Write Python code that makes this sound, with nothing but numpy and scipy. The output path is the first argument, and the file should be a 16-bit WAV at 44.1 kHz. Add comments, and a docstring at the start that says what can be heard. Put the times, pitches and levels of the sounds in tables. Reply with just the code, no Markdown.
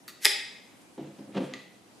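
"""A bare, echoing room: hand shears bite into a woody cutting and snap shut, the tool is laid on
a light hollow table, a knife is dragged off it and clicks open; faint room noise below.
Steel contacts are noise bursts plus decaying sines; the crushed fibres are rough noise.
Knocks and random slips ring the table resonances, grit hisses with the slips, and decaying
noise bands echo tools and table; the air is wavering noise bands."""
import sys
import numpy as np
from scipy import signal
from scipy.fft import rfft, irfft
from scipy.io import wavfile
from scipy.ndimage import uniform_filter1d

SR = 44100
rng = np.random.default_rng(int(sys.argv[2]) if len(sys.argv) > 2 else 0)


def store_wav(level_fs):
    """Save 16-bit WAV to argv[1]."""
    pcm = np.round(np.clip(np.atleast_2d(level_fs), -1, 1) * 32767)
    wavfile.write(sys.argv[1], SR, pcm.T.astype(np.int16))


def volts_from_db(level):
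    """Convert decibel levels to linear amplitude ratios."""
    exponent = np.asarray(level, float) / 20
    return 10 ** exponent


N = 88200


def rms_one(x):
    """Scales to rms 1."""
    return x / np.sqrt(np.mean(x ** 2) + 1e-20)


def at_hz(points, hz):
    """Reads a frequency table, linear in log frequency."""
    table_hz, values = np.transpose(points)
    return np.interp(np.log(hz), np.log(table_hz), values)


def in_time(rows):
    """Level columns over time, -120 dB outside the table."""
    s, *columns = np.transpose(rows)
    return [np.interp(np.arange(N) / SR, s, c, left=-120, right=-120) for c in columns]


def low_pass(x, hz):
    """Third-order low-pass: dulls the treble."""
    return signal.sosfilt(signal.butter(3, hz, fs=SR, output="sos"), x)


def cut(x, hz, kind="high"):
    """Fourth-order high- or low-pass."""
    return signal.sosfilt(signal.butter(4, hz, kind, fs=SR, output="sos"), x)


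def soften(x, hz):
    """Double one-pole low-pass: a soft contact."""
    r = np.exp(-2 * np.pi * hz / SR)
    return signal.lfilter([(1 - r) ** 2], [1, -2 * r, r * r], x)


def ring(clicks, hz, t60_s):
    """Two-pole resonator: a unit click starts a decaying sine of height 1."""
    r, w = volts_from_db(-60 / (t60_s * SR)), 2 * np.pi * hz / SR
    return signal.lfilter([0, np.sin(w)], [1, -2 * r * np.cos(w), r * r], clicks + 1e-18)


def coloured(spectrum):
    """Mono noise of a given spectrum, rms 1."""
    hz = np.arange(N // 2 + 1) * SR / N + 1
    white = rfft(rng.standard_normal(N))
    return rms_one(irfft(white * volts_from_db(at_hz(spectrum, hz)), N))


def bands(likeness):
    """Third-octave bands of stereo noise, with their centres; likeness sets mid against side."""
    edges_hz = 25 * 2 ** np.arange(0, 9.4, 1 / 3)
    white = rng.standard_normal((2, 2, N))
    for k, (low, high) in enumerate(zip(edges_hz, edges_hz[1:])):
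        band_pass = signal.butter(2, [low, high], "band", fs=SR, output="sos")
        mid, side = signal.sosfilt(band_pass, white[k % 2])
        hz = np.sqrt(low * high)
        alike = np.clip(at_hz(likeness, hz), -1, 1)
        yield hz, np.sqrt(1 + alike) * mid + np.sqrt(1 - alike) * side * [[1], [-1]]


def drift(rate_hz):
    """Slow low-passed chance, spread 1, drawn every 40 samples."""
    r = np.exp(-80 * np.pi * rate_hz / SR)
    slow = signal.lfilter([1], [1, -2 * r, r * r], rng.standard_normal(N // 40 + 2002))
    slow = slow[2000:]  # drop the start-up
    return np.interp(np.arange(N) / 40, np.arange(len(slow)), rms_one(slow))


# air spectrum: (frequency [Hz], relative density [dB per Hz])
AIR_SPECTRUM = [(25, -25.5), (50, -24), (85, -15), (120, -2.5), (155, -9), (200, 1), (320, -2.5), (500, -7),
                (800, -8), (1300, -14.5), (2500, -16), (5000, -20.5), (10000, -22), (13000, -31),
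                (15500, -49)]
# air stereo: (frequency [Hz], left-right likeness [-1..1])
AIR_ALIKE = [(40, 0.62), (120, 0.33), (300, 0.78), (800, 0.2), (2500, 0.059), (8000, 0.27), (15000, 0.41)]
AIR_DB, AIR_PATCHY_DB = -56.5, 1.3


def air():
    """Low ventilation rumble and microphone hiss: noise bands, each wavering a little."""
    together = drift(2.5)
    noise = 0
    for hz, band in bands(AIR_ALIKE):
        waver_db = AIR_PATCHY_DB * (.5 * together + drift(8))
        noise = noise + volts_from_db(at_hz(AIR_SPECTRUM, hz) + waver_db) * band
    return volts_from_db(AIR_DB) * rms_one(noise)


# crack noise: (frequency [Hz], relative density [dB per Hz])
CRACK_SPECTRUM = [(300, -33), (1000, 0.5), (2000, 2), (2500, -5.5), (4000, -7), (5500, -7), (8500, -9.5),
                  (11000, -6.5), (14000, -12.5), (16000, -16.5)]
STRENGTH_SPREAD_DB, PHASE_SPREAD_RAD = 1.5, .6
RING_RISE_S, TILT_FROM_HZ = .0007, 1500
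TABLE_ECHO_S, TABLE_ECHO_DB = .0062, -28


def contacts(clicks, modes):
    """Each contact is a short crack and sets every resonance ringing; the table throws it back once."""
    t = np.arange(2400) / SR
    each = len(clicks), len(modes)
    phase = np.pi * np.arange(len(modes)) + PHASE_SPREAD_RAD * rng.standard_normal(each)
    chance_db = STRENGTH_SPREAD_DB * rng.standard_normal(each)
    out, crack = np.zeros(N), coloured(CRACK_SPECTRUM)
    for k, (s, ring_db, crack_db, burst_s, tilt) in enumerate(clicks):
        i = int(s * SR)
        shape = np.minimum(t / .0003, 1) * np.exp(-2 * t / burst_s)
        burst = shape * crack[i:i + len(t)]
        even = np.sqrt(np.sum(shape ** 2) / np.sum(burst ** 2))
        out[i:i + len(t)] += volts_from_db(crack_db) * even * burst
        for m, (hz, mode_db, t60_s) in enumerate(modes):
            fall = (1 - np.exp(-t / RING_RISE_S)) ** 2 * volts_from_db(-60 * t / t60_s)
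            tilt_db = tilt * np.log2(max(hz, TILT_FROM_HZ) / 3000)
            level = volts_from_db(ring_db + mode_db + tilt_db + chance_db[k, m])
            out[i:i + len(t)] += level * fall / fall.max() * np.sin(2 * np.pi * hz * t + phase[k, m])
    lag = int(TABLE_ECHO_S * SR)
    return out + volts_from_db(TABLE_ECHO_DB) * np.concatenate([np.zeros(lag), out[:-lag]])


# blade contacts: (time [s], ring level [dB], crack level [dB], burst [s], tilt [dB per octave])
BITES = [(.0790, -42, -39, .006, 4), (.0812, -37.5, -43, .006, -4), (.0860, -40, -44, .008, 2.5),
         (.0925, -42.5, -43, .012, -6.5), (.1015, -44.5, -49, .008, -2.5)]
# wood resonances: (frequency [Hz], level [dB], t60 [s])
WOOD_MODES = [(1230, 5, .014), (1900, -4, .012), (2650, -11, .01), (3785, -8, 0.0084), (4465, -1.5, .005),
              (6540, -11, 0.0033), (11300, -6, 0.0012), (14800, -6, .003)]


def bites():
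    """The blade's first bite: small contacts ring the wood."""
    return contacts(BITES, WOOD_MODES)


# decay: (frequency [Hz], t60 [s])
ROOM_T60 = [(120, 0.63), (400, 0.6), (1200, 0.6), (2300, 0.74), (5000, 0.62), (8000, 0.53), (12000, 0.26)]
# colour: (frequency [Hz], relative level [dB])
ROOM_COLOUR = [(120, -10), (400, 4.5), (1200, 2), (2300, 3.2), (3500, 3), (5000, 1.5), (8000, 4),
               (10000, 2.5), (12000, 3.5)]
# stereo: (frequency [Hz], left-right likeness [-1..1])
ROOM_ALIKE = [(100, 1), (300, 1), (800, 0.19), (2000, 0.71), (5000, .8), (12000, 0.2)]
ROOM_ONSET_S = 0.0014


def room(x):
    """Dense reflections that build quickly and die band by band, equally strong on both sides."""
    t, tail = np.arange(N) / SR, 0
    for hz, band in bands(ROOM_ALIKE):
        onset = np.clip(t / ROOM_ONSET_S - .5, 0, 1)
        fall = volts_from_db(-60 * t / at_hz(ROOM_T60, hz)) * onset
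        energy = np.sum((fall * band) ** 2, axis=1, keepdims=True)
        even = np.sqrt(hz * np.sum(fall ** 2) / energy)
        tail = tail + volts_from_db(at_hz(ROOM_COLOUR, hz)) * even * fall * band
    tail = tail / np.sqrt(np.sum(tail ** 2) / 2)  # unit energy per side
    return signal.fftconvolve(x[None], tail, axes=1)[:, :N]


# blade creeping through the fibres: (time [s], level [dB])
CRUSH = [(.2, -66), (.222, -44), (.235, -35.5), (.244, -32.5), (.247, -22), (.25, -82)]


def crush():
    """Fibres crackle under the blade: crack noise with a rough random envelope."""
    crush_db, = in_time(CRUSH)
    rough = rms_one(uniform_filter1d(rng.exponential(1, N) ** 2, size=90))
    return volts_from_db(crush_db) * coloured(CRACK_SPECTRUM) * rough


# steel contacts: (time [s], ring level [dB], crack level [dB], burst [s], tilt [dB per octave])
SNAP_CLICKS = [(.2474, -21, -16, 0.0048, 0.5), (.2490, -20, -22, 0.005, -0.5), (.2538, -8.5, -4, 0.0018, 4),
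               (.2585, -21, -17.5, 0.0044, -5.5), (.2608, -21, -19, .003, -3.5),
               (.2640, -23.5, -26, .003, -4), (.2660, -24.5, -25, .005, -7)]
# blade and handle resonances: (frequency [Hz], level [dB], t60 [s])
SHEARS_MODES = [(272, -2.5, 0.048), (401, 3, 0.017), (600, 1.5, 0.022), (713, 0, 0.013), (849, 3.5, 0.02),
                (1292, 0.5, 0.005), (1680, -4, 0.00971), (1907, 0.5, 0.009), (2276, -2, .007),
                (2475, -1.5, 0.0046), (3393, -4.5, .005), (4083, -12, .004), (5002, -4, 0.0065),
                (5587, -9.5, .004), (6640, -12, .003), (7970, -21.5, .003), (10000, -11.5, .0025)]


def snap():
    """The shears snap shut: steel contacts ring blades and handles."""
    return contacts(SNAP_CLICKS, SHEARS_MODES)


# treble puffs: (time [s], level [dB], half-length [s])
RUSTLES = [(0.82, -65, 0.0085), (1.31, -72, 0.011), (1.446, -61, 0.039)]


def rustles():
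    """Short soft puffs of high noise."""
    t = np.arange(N) / SR
    band_pass = signal.butter(2, (5400, 10600), "band", fs=SR, output="sos")
    hiss = rms_one(signal.sosfilt(band_pass, rng.standard_normal(N)))
    return hiss * sum(volts_from_db(db) * np.exp(-((t - s) / half_s) ** 2) for s, db, half_s in RUSTLES)


SLIPS_PER_S, SLIP_SPREAD_DB = 1700, 2


def slip_clicks():
    """A steady random stream of slips of either sign."""
    happens = rng.random(N) < SLIPS_PER_S / SR
    strength = volts_from_db(SLIP_SPREAD_DB * np.minimum(rng.exponential(1, N), 3))
    return happens * strength * rng.choice([-1, 1], N)


# table-top resonances: (frequency [Hz], level [dB], t60 [s])
TABLE_MODES = [(146.4, -11, 0.28), (206.1, -10, 0.44), (265, 2, 0.046), (323.6, -2.5, 0.075),
               (382, -3, 0.031), (495.6, -6, 0.031), (545.5, 0, 0.023), (676, -9.5, 0.069),
               (810, -7.5, 0.02), (1250, -49, 0.0089)]


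def table_rings(force):
    """A force on the table top rings all its resonances."""
    return sum(ring(volts_from_db(db) * force, hz, t60_s) for hz, db, t60_s in TABLE_MODES)


# hand and tools rubbing on the table: (time [s], level [dB], grit level [dB])
DRAG = [(.978, -33.5, -57), (.99, -38, -56), (1.03, -40.5, -59.5), (1.065, -43.5, -61), (1.1, -51, -65.5),
        (1.17, -60, -66.5), (1.2, -40, -63), (1.23, -52.5, -68), (1.3, -45, -67.5), (1.335, -50, -60),
        (1.352, -32, -47), (1.375, -25.5, -38.5), (1.40, -29.5, -52.5), (1.445, -35.5, -48),
        (1.48, -59, -55), (1.56, -47, -56.5), (1.62, -71, -64)]
SLIP_SOFT_HZ, RUB_EVEN_HZ = 883, 24.7


def rub(slips):
    """Softened slips ring the table, evened out so that the level follows the drag."""
    drag_db, _ = in_time(DRAG)
    force = soften(slips, SLIP_SOFT_HZ)
    steady = table_rings(force)
    power_ahead = soften(steady[::-1] ** 2, RUB_EVEN_HZ)[::-1]
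    return table_rings(force * volts_from_db(drag_db) / np.sqrt(power_ahead + 0.033 * steady.var()))


# grit noise: (frequency [Hz], relative density [dB per Hz])
GRIT_SPECTRUM = [(500, -1), (1000, 3.5), (2200, 0), (3600, -2), (5500, -14), (9000, -23.5), (13000, -43)]


def grit(slips):
    """Noise hisses with each slip."""
    _, grit_db = in_time(DRAG)
    gate = rms_one(soften(np.abs(slips), hz=99.5))
    return volts_from_db(grit_db) * gate * coloured(GRIT_SPECTRUM)


# knocks: (time [s], level [dB], most responsive frequency [Hz], tick level [dB])
KNOCKS = [(0.9783, -33.5, 350, -61), (0.9932, -36.5, 337, -80), (1.007, -33, 280, -67),
          (1.191, -40.5, 354, -73), (1.356, -30, 310, -56)]
THUD_PEAK_S = 0.0029


def thuds():
    """Each knock is first a short swelling thud at its own pitch."""
    out = 0
    for s, db, hz, _ in KNOCKS:
        age = np.maximum(np.arange(N) / SR - s, 0)
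        swell = (age / THUD_PEAK_S * np.exp(1 - age / THUD_PEAK_S)) ** 2
        out = out + volts_from_db(db) * swell * np.sin(2 * np.pi * hz * age)
    return out


TABLE_RINGS_DB, KNOCK_FALL_DB_PER_OCT, KNOCK_SOFT_HZ = -10.5, 11, 540


def knock_rings():
    """Soft knocks ring the table resonances, most those near each knock's own pitch."""
    out = 0
    for hz, _, t60_s in TABLE_MODES:
        knocks = np.zeros(N)
        for s, db, centre_hz, _ in KNOCKS:
            fall_db = KNOCK_FALL_DB_PER_OCT * abs(np.log2(hz / centre_hz))
            knocks[int(s * SR)] = volts_from_db(db + TABLE_RINGS_DB - fall_db)
        push = np.gradient(soften(knocks, KNOCK_SOFT_HZ)) * SR / (2 * np.pi * hz)
        out = out + ring(push, hz, t60_s)
    return out


def ticks():
    """Each knock adds a decaying tick of grit noise."""
    starts, fall_s = np.zeros(N), 0.0072
    for s, _, _, tick_db in KNOCKS:
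        starts[int(s * SR)] = volts_from_db(tick_db)
    return signal.lfilter([1], [1, -np.exp(-1 / (fall_s * SR))], starts) * coloured(GRIT_SPECTRUM)


def table():
    """Rubbing, grit and knocks on the table top; one stream of slips drives rub and grit."""
    slips = slip_clicks()
    return rub(slips) + grit(slips) + thuds() + knock_rings() + ticks()


# knife contacts: (time [s], ring level [dB], crack level [dB], burst [s], tilt [dB per octave])
KNIFE_CLICKS = [(1.5370, -34.5, -35, 0.0013, 0.11), (1.5430, -44, -36.5, 0.0029, 0.1)]
# knife resonances: (frequency [Hz], level [dB], t60 [s])
KNIFE_MODES = [(1206, 6.5, 0.075), (1970, 5.5, 0.015), (2530, -1, 0.0056), (3330, -2.5, 0.0037),
               (4080, 3, 0.0023), (4870, -2.5, 0.0023), (6430, -4, 0.0017), (9040, -13, 0.00078)]
KNIFE_DULL_HZ = 8250


def knife():
    """The duller knife clicks open."""
    return low_pass(contacts(KNIFE_CLICKS, KNIFE_MODES), KNIFE_DULL_HZ)


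GAP_HZ, GAP_SHARPNESS, SNAP_TOP_HZ = 1050, 8.2, 13100
STEEL_CUT_HZ, STEEL_BASS_DB = 2197, -25.5


def steel():
    """Shears and knife; both radiate little below the blade resonances."""
    closing = low_pass(snap() + crush(), SNAP_TOP_HZ)
    # nothing radiates between handle and blade resonances
    closing = signal.lfilter(*signal.iirnotch(GAP_HZ, GAP_SHARPNESS, SR), closing)
    both = bites() + closing + knife()
    return cut(both, STEEL_CUT_HZ) + volts_from_db(STEEL_BASS_DB) * cut(both, STEEL_CUT_HZ, "low")


# tool balance: (frequency [Hz], left minus right [dB])
TOOL_BALANCE = [(1000, 0), (2000, 0), (4500, 2), (8000, 2), (12000, -4.5), (16000, -3.5)]
STEEL_LOW_HZ, TABLE_LOW_HZ = 230, 158
TOOLS_ROOM_DB, TABLE_ROOM_DB = -5, -8


def scene():
    """Tools and table near the microphone, their echo, the air; little comes through below a few hundred hertz."""
    tools = cut(steel(), STEEL_LOW_HZ)
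    top = cut(table(), TABLE_LOW_HZ) + rustles()
    near = tools + room(volts_from_db(TOOLS_ROOM_DB) * tools)
    lean_db = at_hz(TOOL_BALANCE, np.arange(N // 2 + 1) * SR / N + 1) / 2
    sides = irfft(rfft(near) * volts_from_db(lean_db * [[1], [-1]]), N)
    return sides + top + room(volts_from_db(TABLE_ROOM_DB) * top) + air()


def band_limit(x):
    """A steep low-pass at the top of the band."""
    return signal.sosfilt(signal.butter(12, 16450, fs=SR, output="sos"), x)


def record(dry):
    """Steep low-pass, 70 dB down from 16.2 kHz up."""
    mix = signal.sosfilt(signal.cheby2(12, 70, 16200, fs=SR, output="sos"), dry)
    return band_limit(mix)


dry = scene()
out = record(dry)
store_wav(out)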